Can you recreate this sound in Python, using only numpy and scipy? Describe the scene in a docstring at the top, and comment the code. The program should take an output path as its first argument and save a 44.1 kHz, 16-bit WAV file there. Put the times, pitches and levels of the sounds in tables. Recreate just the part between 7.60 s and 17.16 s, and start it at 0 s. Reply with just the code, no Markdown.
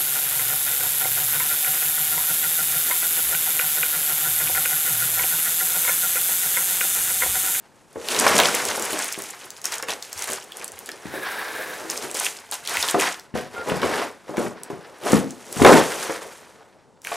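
"""Film crackles and snaps as hands lift a plastic-wrapped item out of a cardboard box, slide boxes and set them down.
Grains and bursts of noise make the film; clumped noise makes the cardboard rub and the hollow boxes rumble.
Ringing modes make the knocks, low decaying sines the thuds; a box slides on the table and a flap squeaks.
A small room answers with noise tails over a quiet murmur and hiss.
One close microphone feeds both channels; the right one cuts the bass."""
import sys
import numpy as np
from scipy import signal
from scipy.fft import rfft, irfft, next_fast_len
from scipy.io import wavfile
from scipy.ndimage import uniform_filter1d, map_coordinates

SR = 44100
rng = np.random.default_rng(int(sys.argv[2]) if len(sys.argv) > 2 else 0)


def persist_wave(psi):
    """Save psi, clipped to +-1, as 16-bit WAV."""
    counts = np.round(np.clip(psi, -1, 1) * 32767).astype(np.int16)
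    wavfile.write(sys.argv[1], SR, np.atleast_2d(counts).T)


N = 421579  # length in samples


def amp(db):
    """Decibels to linear gain."""
    return 10 ** (np.asarray(db) / 20)


def unit(x):
    """x scaled to rms 1."""
    return x / np.sqrt(np.mean(x ** 2) + 1e-20)


def steady(x):
    """x with its slow level held at rms 1."""
    return x / np.sqrt(np.abs(uniform_filter1d(x * x, size=SR // 6)) + 1e-20)


def along(points, hz):
    """Read a curve of (Hz, value) points on a log frequency axis."""
    f, v = np.transpose(points)
    return np.interp(np.log(hz + 1), np.log(f + 1), v)


def curves(rows):
    """One value per sample for each column after the time."""
    s, *cols = np.transpose(rows)
    return [np.interp(np.arange(N) / SR, s, c) for c in cols]


def wobble(rate):
    """A smooth random curve, rate knots a second."""
    knots = rng.standard_normal(int(N * rate / SR) + 4)
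    return map_coordinates(knots, [np.arange(N) * rate / SR])


def filtered(x, response):
    """x passed through a complex response of frequency."""
    m = next_fast_len(N + SR // 2)
    return irfft(rfft(x, m) * response(np.fft.rfftfreq(m, 1 / SR)), m)[..., :N]


def coloured(x, spectrum):
    """x shaped by a table of (Hz, dB) points."""
    return filtered(x, lambda hz: amp(along(spectrum, hz)))


def burst(hz, t60, octaves, size=1024):
    """A noise burst around hz that rises fast and falls 60 dB in t60 seconds."""
    t = np.arange(size) / SR
    f = np.fft.rfftfreq(size, 1 / SR) + 1
    band = np.exp(-.5 * (np.log2(f / hz) / octaves) ** 2)
    noise = irfft(rfft(rng.standard_normal(size)) * band)
    x = noise * amp(-60 * t / t60) * (1 - np.exp(-t / (0.053 * t60)))
    return x / np.abs(x).max()


RISE_DB = 23.5  # a move swells by this much before its hold


def swell(start, rise, hold, fall_db_per_s):
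    """Gain of one move: a rise, a hold, a steady fall in dB."""
    t = np.arange(N) / SR - start
    rise, hold = max(rise, .003), max(hold, 0)
    rising_db = RISE_DB * (t / rise - 1)
    falling_db = np.minimum(0, -fall_db_per_s * (t - rise - hold))
    return amp(np.minimum(rising_db, falling_db)) * (t > 0)


def grainy(spectrum, spread_db, clump_db, clump_rate, smooth):
    """Tiny slips of very unequal size that come in clumps, over a smooth rub."""
    size = amp(spread_db * rng.standard_normal(N) + clump_db * wobble(clump_rate))
    slips = unit(size * rng.standard_normal(N))
    return steady(coloured(slips + smooth * rng.standard_normal(N), spectrum))


# Colour of the film. Each row: frequency in Hz, relative spectrum level in dB.
FILM_COLOUR = [(1180, -24.5), (2000, -3.5), (3090, -4), (3370, -5.5), (4530, -6.5), (6420, -2.5),
               (9660, -4.5), (15100, -14), (16000, -34.5)]
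# Stretches with the bag in hand. Each row: start in seconds, end in seconds.
BAG_IN_HAND = [(.4, 3.4), (4.3, 5.55), (9.44, 9.6)]
CONTRAST_WITHOUT_BAG = 0.41  # share of the dB differences between grains, 1 with the bag


def crackle(count, spread_db, clump_db, smooth):
    """Creases of the film give way one by one, each in its own band, the big ones in clusters."""
    out = np.zeros(N + SR)
    luck = rng.random((count, 4))
    cluster = wobble(40)
    contrast = np.full(N, CONTRAST_WITHOUT_BAG)
    for start, end in BAG_IN_HAND:
        contrast[round(start * SR):round(end * SR)] = 1
    for where, pitch, life, size in luck:
        i = int(where * N)
        level_db = np.minimum(-spread_db * np.log(1 - size), 17) + clump_db * np.tanh(cluster[i])
        grain = burst(1800 * 8 ** pitch, .002 + .009 * life, .5)
        out[i:i + 1024] += amp(contrast[i] * level_db) * grain
    # equal grains per octave would tilt the colour
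    white = steady(filtered(out[:N], lambda hz: np.sqrt(hz)))
    return steady(coloured(white + smooth * rng.standard_normal(N), FILM_COLOUR))


# Steady handling, chiefly the bag drawn out of the box.
# Each row: time in seconds, film crackle in dB, cardboard rub in dB, box body in dB.
STEADY_HANDLING = [(0, -66, -58, -60.5), (.3, -62, -63, -60), (.4, -47.5, -50.5, -47),
                   (.53, -25.5, -30, -30), (.62, -24.5, -25, -25), (.8, -21.5, -21, -21.5),
                   (.93, -25.5, -28.5, -31), (1.2, -31.5, -34, -33), (1.47, -29.5, -32.5, -41.5),
                   (1.56, -39.5, -43, -51), (1.78, -44, -45, -53), (2.02, -50.5, -51.5, -54),
                   (3.38, -50, -49, -47.5), (3.7, -44.5, -32, -40.5), (4.4, -41.5, -43.5, -39),
                   (4.9, -52, -50, -55), (5.7, -73, -59, -57), (6.6, -61.5, -56.5, -57.5),
                   (7, -62.5, -48, -45.5), (7.8, -49.5, -52, -48.5), (8.75, -49, -48.5, -50),
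                   (9.37, -84.5, -68, -61)]
# Separate grips of the bag and shoves of the boxes.
# Each row: start in seconds, rise in seconds, hold in seconds, film in dB, rub in dB, body in dB.
GRIPS_AND_SHOVES = [(1.575, .015, 0.072, -37.5, -50, -45.5), (2.035, 0.01, 0.025, -30.5, -37.5, -44),
                    (2.09, .03, 0.042, -35, -33, -43.5), (2.266, 0.023, 0.011, -30, -31, -31.5),
                    (2.388, 0.04, 0.043, -45, -50, -66), (2.475, 0.13, 0.041, -33, -37, -45),
                    (2.661, 0.018, 0.063, -32.5, -35.5, -39), (2.937, 0.024, 0.094, -44.5, -44.5, -45.5),
                    (3.18, 0.016, 0.086, -47.5, -58, -62), (4.283, 0.014, 0.06, -35, -42, -45),
                    (4.407, 0.017, 0.02, -34.5, -41, -36), (4.526, .04, 0.11, -26.5, -37.5, -45.5),
                    (4.906, 0.018, 0.012, -31, -38, -51), (5.027, 0.073, 0.22, -28.5, -30.5, -39.5),
                    (5.334, 0.081, 0.052, -26, -23.5, -45), (5.739, 0.014, 0.055, -42.5, -35, -50),
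                    (5.867, 0.072, 0.17, -48.5, -42.5, -40), (6.057, 0.016, 0.094, -39.5, -32.5, -28),
                    (6.198, 0.026, .2, -37, -28.5, -27), (6.655, 0.029, 0.089, -51.5, -45.5, -39.5),
                    (6.762, 0.01, 0.075, -39.5, -40, -28), (7.093, .006, 0.01, -48.5, -52, -40.5),
                    (7.411, 0.059, 0.096, -30.5, -30, -23.5), (7.853, 0.15, 0.079, -29.5, -39, -28),
                    (7.994, 0.072, .11, -24, -17.5, -12), (8.21, 0.01, 0.24, -33.5, -34, -34.5),
                    (8.469, 0.0081, 0.079, -39.5, -34, -38), (8.593, 0.028, 0.041, -46.5, -46, -40),
                    (9.424, 0.047, .1, -37.5, -39, -44.5)]
MOVE_FALL_DB_PER_S = 185
# Colours of the rubbed cardboard, the hollow box bodies, the boom of the big box and the ground below it.
# Each row: frequency in Hz, relative spectrum level in dB.
CARDBOARD_COLOUR = [(410, -13.5), (700, 6), (978, 7.5), (1200, 5.5), (1520, 8), (1850, 6), (3100, -3),
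                    (4500, -5), (5850, -7), (9900, -120)]
BODY_COLOUR = [(150, -15.5), (250, -14), (366, -7), (448, -4), (573, -7.5), (786, -11.5), (1170, -16),
               (1400, -21), (1820, -39.5), (3080, -120)]
BOOM_COLOUR = [(59, -42), (100, -16), (178, -0.5), (227, 2.5), (276, 1), (330, -8.5), (430, -16.5),
               (730, -120)]
GROUND_COLOUR = [(13, -49), (22, -8.5), (32, -13), (97, -7), (120, 4), (160, -31.5), (260, -120)]
# the boom has BOOM_DB at body level HARD_DB and drops off faster than the body below it
BOOM_DB, HARD_DB, BOOM_GROWTH = -10, -9.5, 1.51


def handling():
    """Film crackles in spiky grains, cardboard rubs more evenly, the hollow boxes rumble."""
    power = amp(curves(STEADY_HANDLING)) ** 2
    for start, rise, hold, *levels_db in GRIPS_AND_SHOVES:
        power += np.outer(amp(levels_db), swell(start, rise, hold, MOVE_FALL_DB_PER_S)) ** 2
    film_gain, card_gain, body_gain = np.sqrt(power)
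    boom_gain = amp(BOOM_DB) * (body_gain / amp(HARD_DB)) ** BOOM_GROWTH
    ground_gain = boom_gain * amp(-19)

    film = film_gain * crackle(count=9000, spread_db=4.5, clump_db=8.0, smooth=1.0)
    card = card_gain * grainy(CARDBOARD_COLOUR, spread_db=6.5, clump_db=4, clump_rate=70, smooth=0.69)
    body = body_gain * grainy(BODY_COLOUR, spread_db=6.5, clump_db=2, clump_rate=45, smooth=0.64)
    boom = boom_gain * grainy(BOOM_COLOUR, spread_db=3, clump_db=7.0, clump_rate=25, smooth=0.35)
    ground = ground_gain * grainy(GROUND_COLOUR, spread_db=7.5, clump_db=8.0, clump_rate=14, smooth=0.34)
    return film + card + body + boom + ground


# Colour of the background. Each row: frequency in Hz, relative spectrum level in dB.
QUIET_COLOUR = [(15, -53.5), (25, -22.5), (53, 11.5), (76, -5.5), (92, 7.5), (560, -6), (659, -21.5),
                (887, -2.5), (1370, -30), (8360, -25), (16000, -52.5)]
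QUIET_DB = -54.5  # rms


def quiet():
    """The steady murmur of the room and the hiss of the microphone, as shaped noise."""
    return amp(QUIET_DB) * unit(coloured(rng.standard_normal(N), QUIET_COLOUR))


# Decay of the room. Each row: frequency in Hz, time to fall 60 dB in seconds.
WALL_DECAY = [(200, 0.45), (1000, 0.3), (4000, 0.15), (12000, 0.083)]


def room(x):
    """Each frequency of the walls' answer dies at its own speed; a fresh noise tail is drawn every third of a second."""
    out, step = np.zeros(N + 2 * SR), SR // 3
    for i in range(0, N, step):
        hz, t, z = signal.stft(rng.standard_normal(SR // 2), SR, nperseg=256)
        fade = amp(-60 * t / along(WALL_DECAY, hz)[:, None])
        tail = signal.istft(z * fade, SR, nperseg=256)[1]
        wet = signal.fftconvolve(x[i:i + step], tail / np.linalg.norm(tail))
        out[i + 250:][:len(wet)] += wet  # the answer lags by 250 samples
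    return out[:N]


# Knocks on the cardboard. Each row: start in seconds, ring peak in dB, frequency in Hz where it rings most,
# slap in dB against the ring, rattle of loose flaps in dB against the ring.
KNOCKS = [(0.358, -21.5, 450, -18, -5), (0.664, -11.5, 800, 8, -9), (0.788, -11.5, 686, -14, -6),
          (1.089, -34, 511, -10, -11), (1.176, -22.5, 526, -1, -8), (1.329, -19, 423, -14, -8),
          (1.577, -22, 354, -21, -16), (1.836, -37.5, 450, -10, -5), (2.228, -27.5, 493, 6, -7),
          (2.293, -27.5, 764, 7, -19), (2.697, -23.5, 500, -15, -23), (3.286, -32, 443, -7, -8),
          (3.455, -20.5, 227, -10, -11), (3.539, -19.5, 396, -10, -7.5), (3.993, -24.5, 500, -4, -9),
          (4.248, -27, 385, -13, -9), (4.443, -22.5, 366, -2, -11), (4.547, -24, 510, -16, -21),
          (4.607, -27, 825, 7, -23), (4.919, -30.5, 670, -3, -8), (5.344, -6.5, 440, -7, -7),
          (5.373, -20, 468, -20, -3), (5.74, -17.5, 143, -14, -5), (5.754, -14.5, 470, -22, -5),
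          (5.979, -25.5, 430, -1, -7), (6.083, -16, 424, -14, -4), (6.119, -10.5, 164, -7, -10),
          (6.23, -12.5, 417, -1.5, -2.5), (6.694, -21, 387, -18, -7), (6.74, -23, 580, -19, -9),
          (6.78, -7.5, 286, -12, -11), (6.863, -22, 233, -2.5, -11), (7.102, -18, 403, -18, -16),
          (7.129, -24.5, 159, -15, -22), (7.464, -15, 680, -21, -16), (7.532, 3.5, 297, -21, -13),
          (7.966, -18, 147.5, -5, -3), (7.996, -17, 665, -13, -11), (8.018, 2, 287, -12, -11),
          (8.047, 3, 544, -3, -4), (8.084, -4.5, 560, -14, 6), (8.496, -16, 444, -6, -14),
          (9.006, -40, 710, -14, -9), (9.517, -20, 660, 1, -15)]
# Ringing modes of the box walls. Each entry: frequency in Hz.
WALL_MODES = [150, 178, 207, 235, 272, 330, 386, 460, 523, 610, 695, 808, 991, 1255, 1430, 1650]
KNOCK_T60 = .042  # seconds to fall 60 dB at the knock's own pitch


def knocks():
    """Each blow rings the modes near its pitch most, with a papery slap; loose flaps keep the modes stirring."""
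    out, t = np.zeros(N + SR), np.arange(SR // 3) / SR
    modes = np.array(WALL_MODES)[:, None]
    for s, db, hz, slap_db, rattle_db in KNOCKS:
        above = np.log2(modes / hz)  # octaves; a blow reaches further up than down
        share = amp(np.minimum(21 * above, -6 * above) + 2 * rng.standard_normal(modes.shape))
        fade = amp(-60 * t / KNOCK_T60 * (modes / hz) ** 0.84)  # higher modes die sooner
        ring = (share * fade * np.sin(2 * np.pi * modes * t)).sum(axis=0)
        ring = ring * (1 - np.exp(-t / 0.0031))
        flaps = burst(hz, 4.05 * KNOCK_T60, 1.3, size=len(t))
        rattle = signal.fftconvolve(flaps, ring * amp(-60 * t / 0.046))[:len(t)]
        knock = ring / np.abs(ring).max() + amp(rattle_db) * rattle / np.abs(rattle).max()
        i = round(s * SR)
        out[i:][:len(t)] += amp(db) * knock
        out[i:i + 4096] += amp(db + slap_db) * burst(1000, 0.039, 0.98, size=4096)
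    return out[:N]


# Table and floor take a weight. Each row: start in seconds, peak in dB.
THUDS = [(0.359, -35), (0.648, -43), (1.081, -35), (2.557, -35), (2.698, -44), (3.13, -43), (3.468, -34),
         (3.538, -40), (5.178, -32), (5.335, -29), (5.738, -24), (5.979, -35), (6.07, -44), (6.237, -24),
         (6.378, -53), (6.778, -35), (7.111, -48), (7.497, -31), (8.007, -8.5), (8.048, -28), (8.481, -44)]
THUD_HZ, THUD_SCATTER = 83, 0.046  # mean pitch, standard deviation as a share of it


def thuds():
    """A soft low push that dies away as a decaying sine."""
    out, t = np.zeros(N + SR), np.arange(SR // 3) / SR
    for s, db in THUDS:
        hz = THUD_HZ * (1 + THUD_SCATTER * rng.standard_normal())
        push = amp(-60 * t / 0.18) * np.sin(2 * np.pi * hz * t) * (1 - np.exp(-t / 0.0036))
        out[round(s * SR):][:len(t)] += amp(db) * push / np.abs(push).max()
    return out[:N]


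# Folds of film that snap. Each row: start in seconds, peak in dB, centre in Hz.
FILM_SNAPS = [(0.4858, -11, 3240), (0.5466, -12.5, 3570), (0.5638, -12, 3170), (0.5977, -4, 8630),
              (0.6656, -12, 2740), (0.761, -14.5, 2260), (0.7886, -5, 3040), (0.8, -0.5, 2810),
              (0.835, -5.5, 2380), (0.943, -12.5, 2330), (1.052, -10.5, 7500), (1.1965, -14.5, 8400),
              (1.2237, -13, 7800), (1.2514, -14, 7900), (1.3902, -10.5, 7400), (1.444, -13.5, 9720),
              (1.525, -14, 6860), (1.5883, -19.5, 9530), (1.6207, -16.5, 7800), (1.9046, -18, 6010),
              (2.016, -25.5, 6650), (2.0425, -17.5, 6550), (2.0548, -6.5, 6340), (2.1221, -15.5, 5340),
              (2.182, -16, 7030), (2.2254, -12, 6500), (2.285, -16.5, 2430), (2.2947, -18.5, 3020),
              (2.425, -18, 5300), (2.5293, -16, 6200), (2.577, -23, 5210), (2.592, -18.5, 7210),
              (2.6223, -13, 5930), (2.6747, -16, 8690), (2.7197, -13, 6310), (2.733, -12.5, 7870),
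              (2.9205, -23, 3350), (2.9701, -21, 9870), (3.0438, -15.5, 9300), (3.079, -19, 7430),
              (3.1188, -23, 8400), (3.1898, -19, 10200), (3.2598, -22.5, 8600), (3.2903, -19, 2170),
              (3.317, -22, 4900), (4.2998, -11, 6230), (4.376, -13, 6280), (4.5133, -16.5, 8070),
              (4.5443, -18.5, 7740), (4.549, -19.5, 4860), (4.57, -15, 8210), (4.632, -17, 6730),
              (4.913, -15.5, 9700), (4.9228, -17, 3640), (5.0514, -25, 4050), (5.0743, -12.5, 3980),
              (5.1432, -19.5, 2430), (5.1701, -8.5, 2360), (5.227, -5, 4300), (5.2861, -6, 3740),
              (5.3968, -11.5, 2460), (5.5962, -27.5, 5060), (5.775, -24, 3260), (6.098, -17, 2450),
              (6.2178, -19.5, 3090), (6.77, -23, 2460), (7.034, -19.5, 8650), (7.436, -26.5, 3300),
              (7.52, -12, 6660), (7.7069, -22, 6400), (7.9269, -16, 9100), (8.0227, -16.5, 3320),
              (8.048, -7.5, 3380), (9.418, -36, 6300), (9.4484, -21.5, 2270), (9.4702, -16, 2130)]


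def snaps():
    """A fold buckles: a hard, wide click and a burst in its own band; low folds last longer."""
    out = np.zeros(N + SR)
    for s, db, hz in FILM_SNAPS:
        t60 = 0.01 * (6000 / hz) ** 0.29
        click = burst(8000, .004, .8, size=2048)
        fold = burst(hz, t60, 0.35, size=2048) + click
        out[round(s * SR):][:len(fold)] += amp(db) * fold / np.abs(fold).max()
    return out[:N]


# A box slides over the table top. One row: rise in seconds, hold in seconds, level in dB.
SLIDE_SHAPE = (.14, 0.51, -35)
# Resonances of the box bottom. Each row: centre in Hz, width in Hz, level in dB.
BOTTOM_RESONANCES = [(1288, 42, -2), (1660, 170, 9.5), (2390, 630, -4.5), (3750, 290, -3.5),
                     (8100, 1000, -13.5), (11800, 4700, -10.5)]
SLIDE_START_S, SLIDE_FALL_DB_PER_S = 3.42, 75


def slide():
    """Rough friction on the table top excites the resonances of the box bottom."""
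    def bottom(f):
        total = 0
        for k, (centre, width, db) in enumerate(BOTTOM_RESONANCES):
            damping = 1j * f * width
            total = total + (-1) ** k * amp(db) * damping / (centre * centre - f * f + damping)
        return total

    rise, hold, level_db = SLIDE_SHAPE
    rough = amp(1.6 * wobble(30) + 1.4 * wobble(150) + 2.6 * rng.standard_normal(N))
    friction = unit(filtered(rough * rng.standard_normal(N), bottom))
    return amp(level_db) * swell(SLIDE_START_S, rise, hold, SLIDE_FALL_DB_PER_S) * friction


SQUEAK_START_S, SQUEAK_HZ, SQUEAK_DB = 5.952, 1400, -33  # a flap squeaks; mean pitch and level


def squeak():
    """Stick and slip at an unsteady rate: a fuzzy line with weak lines at half and one and a half the rate."""
    turn = 2 * np.pi * np.cumsum(SQUEAK_HZ * (1 + 0.0223 * wobble(250))) / SR
    line = np.sin(turn) + 0.16 * np.sin(turn / 2) + 0.19 * np.sin(turn * 3 / 2)
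    gain = amp(SQUEAK_DB + 2.6 * wobble(92))
    return gain * line * swell(SQUEAK_START_S, rise=0.014, hold=0.058, fall_db_per_s=1095)


def scene():
    """Sum the sources, the room's answer and the background, the same for both channels."""
    hits = snaps() + knocks()
    rubs = handling() + slide() + squeak()
    answer = room(amp(-8.0) * hits + amp(-16.5) * rubs)
    mono = hits + thuds() + rubs + answer + quiet()
    return np.array([mono, mono])


LOW_HZ, BASS_CUT_HZ, TOP_HZ = 88, 168, 15900  # microphone low cut, right channel bass cut, band limit


def record(dry):
    """The microphone drops deep bass, the right channel cuts more; loud blows clip softly; the top is cut off."""
    damping, leak, alike_hz = 1.82, 0.18, 1310

    def microphone(hz):
        low_cut = (1j * hz / (LOW_HZ + 1j * hz)) ** 2
        return low_cut / np.sqrt(1 + (hz / 14500) ** 6)

    def right(hz):
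        high_pass = -hz * hz / (BASS_CUT_HZ ** 2 - hz * hz + 1j * damping * BASS_CUT_HZ * hz)
        bass_cut = (leak + high_pass) / (1 + leak)
        # well above alike_hz both sides are the same
        return 1 + (bass_cut - 1) / (1 + (hz / alike_hz) ** 4)

    dry = filtered(dry, microphone)
    pair = np.array([dry[0], filtered(dry[1], right)])
    pair = pair / (1 + np.abs(pair) ** 8) ** (1 / 8)
    return filtered(pair, lambda hz: hz < TOP_HZ)


dry = scene()
out = record(dry)
persist_wave(out)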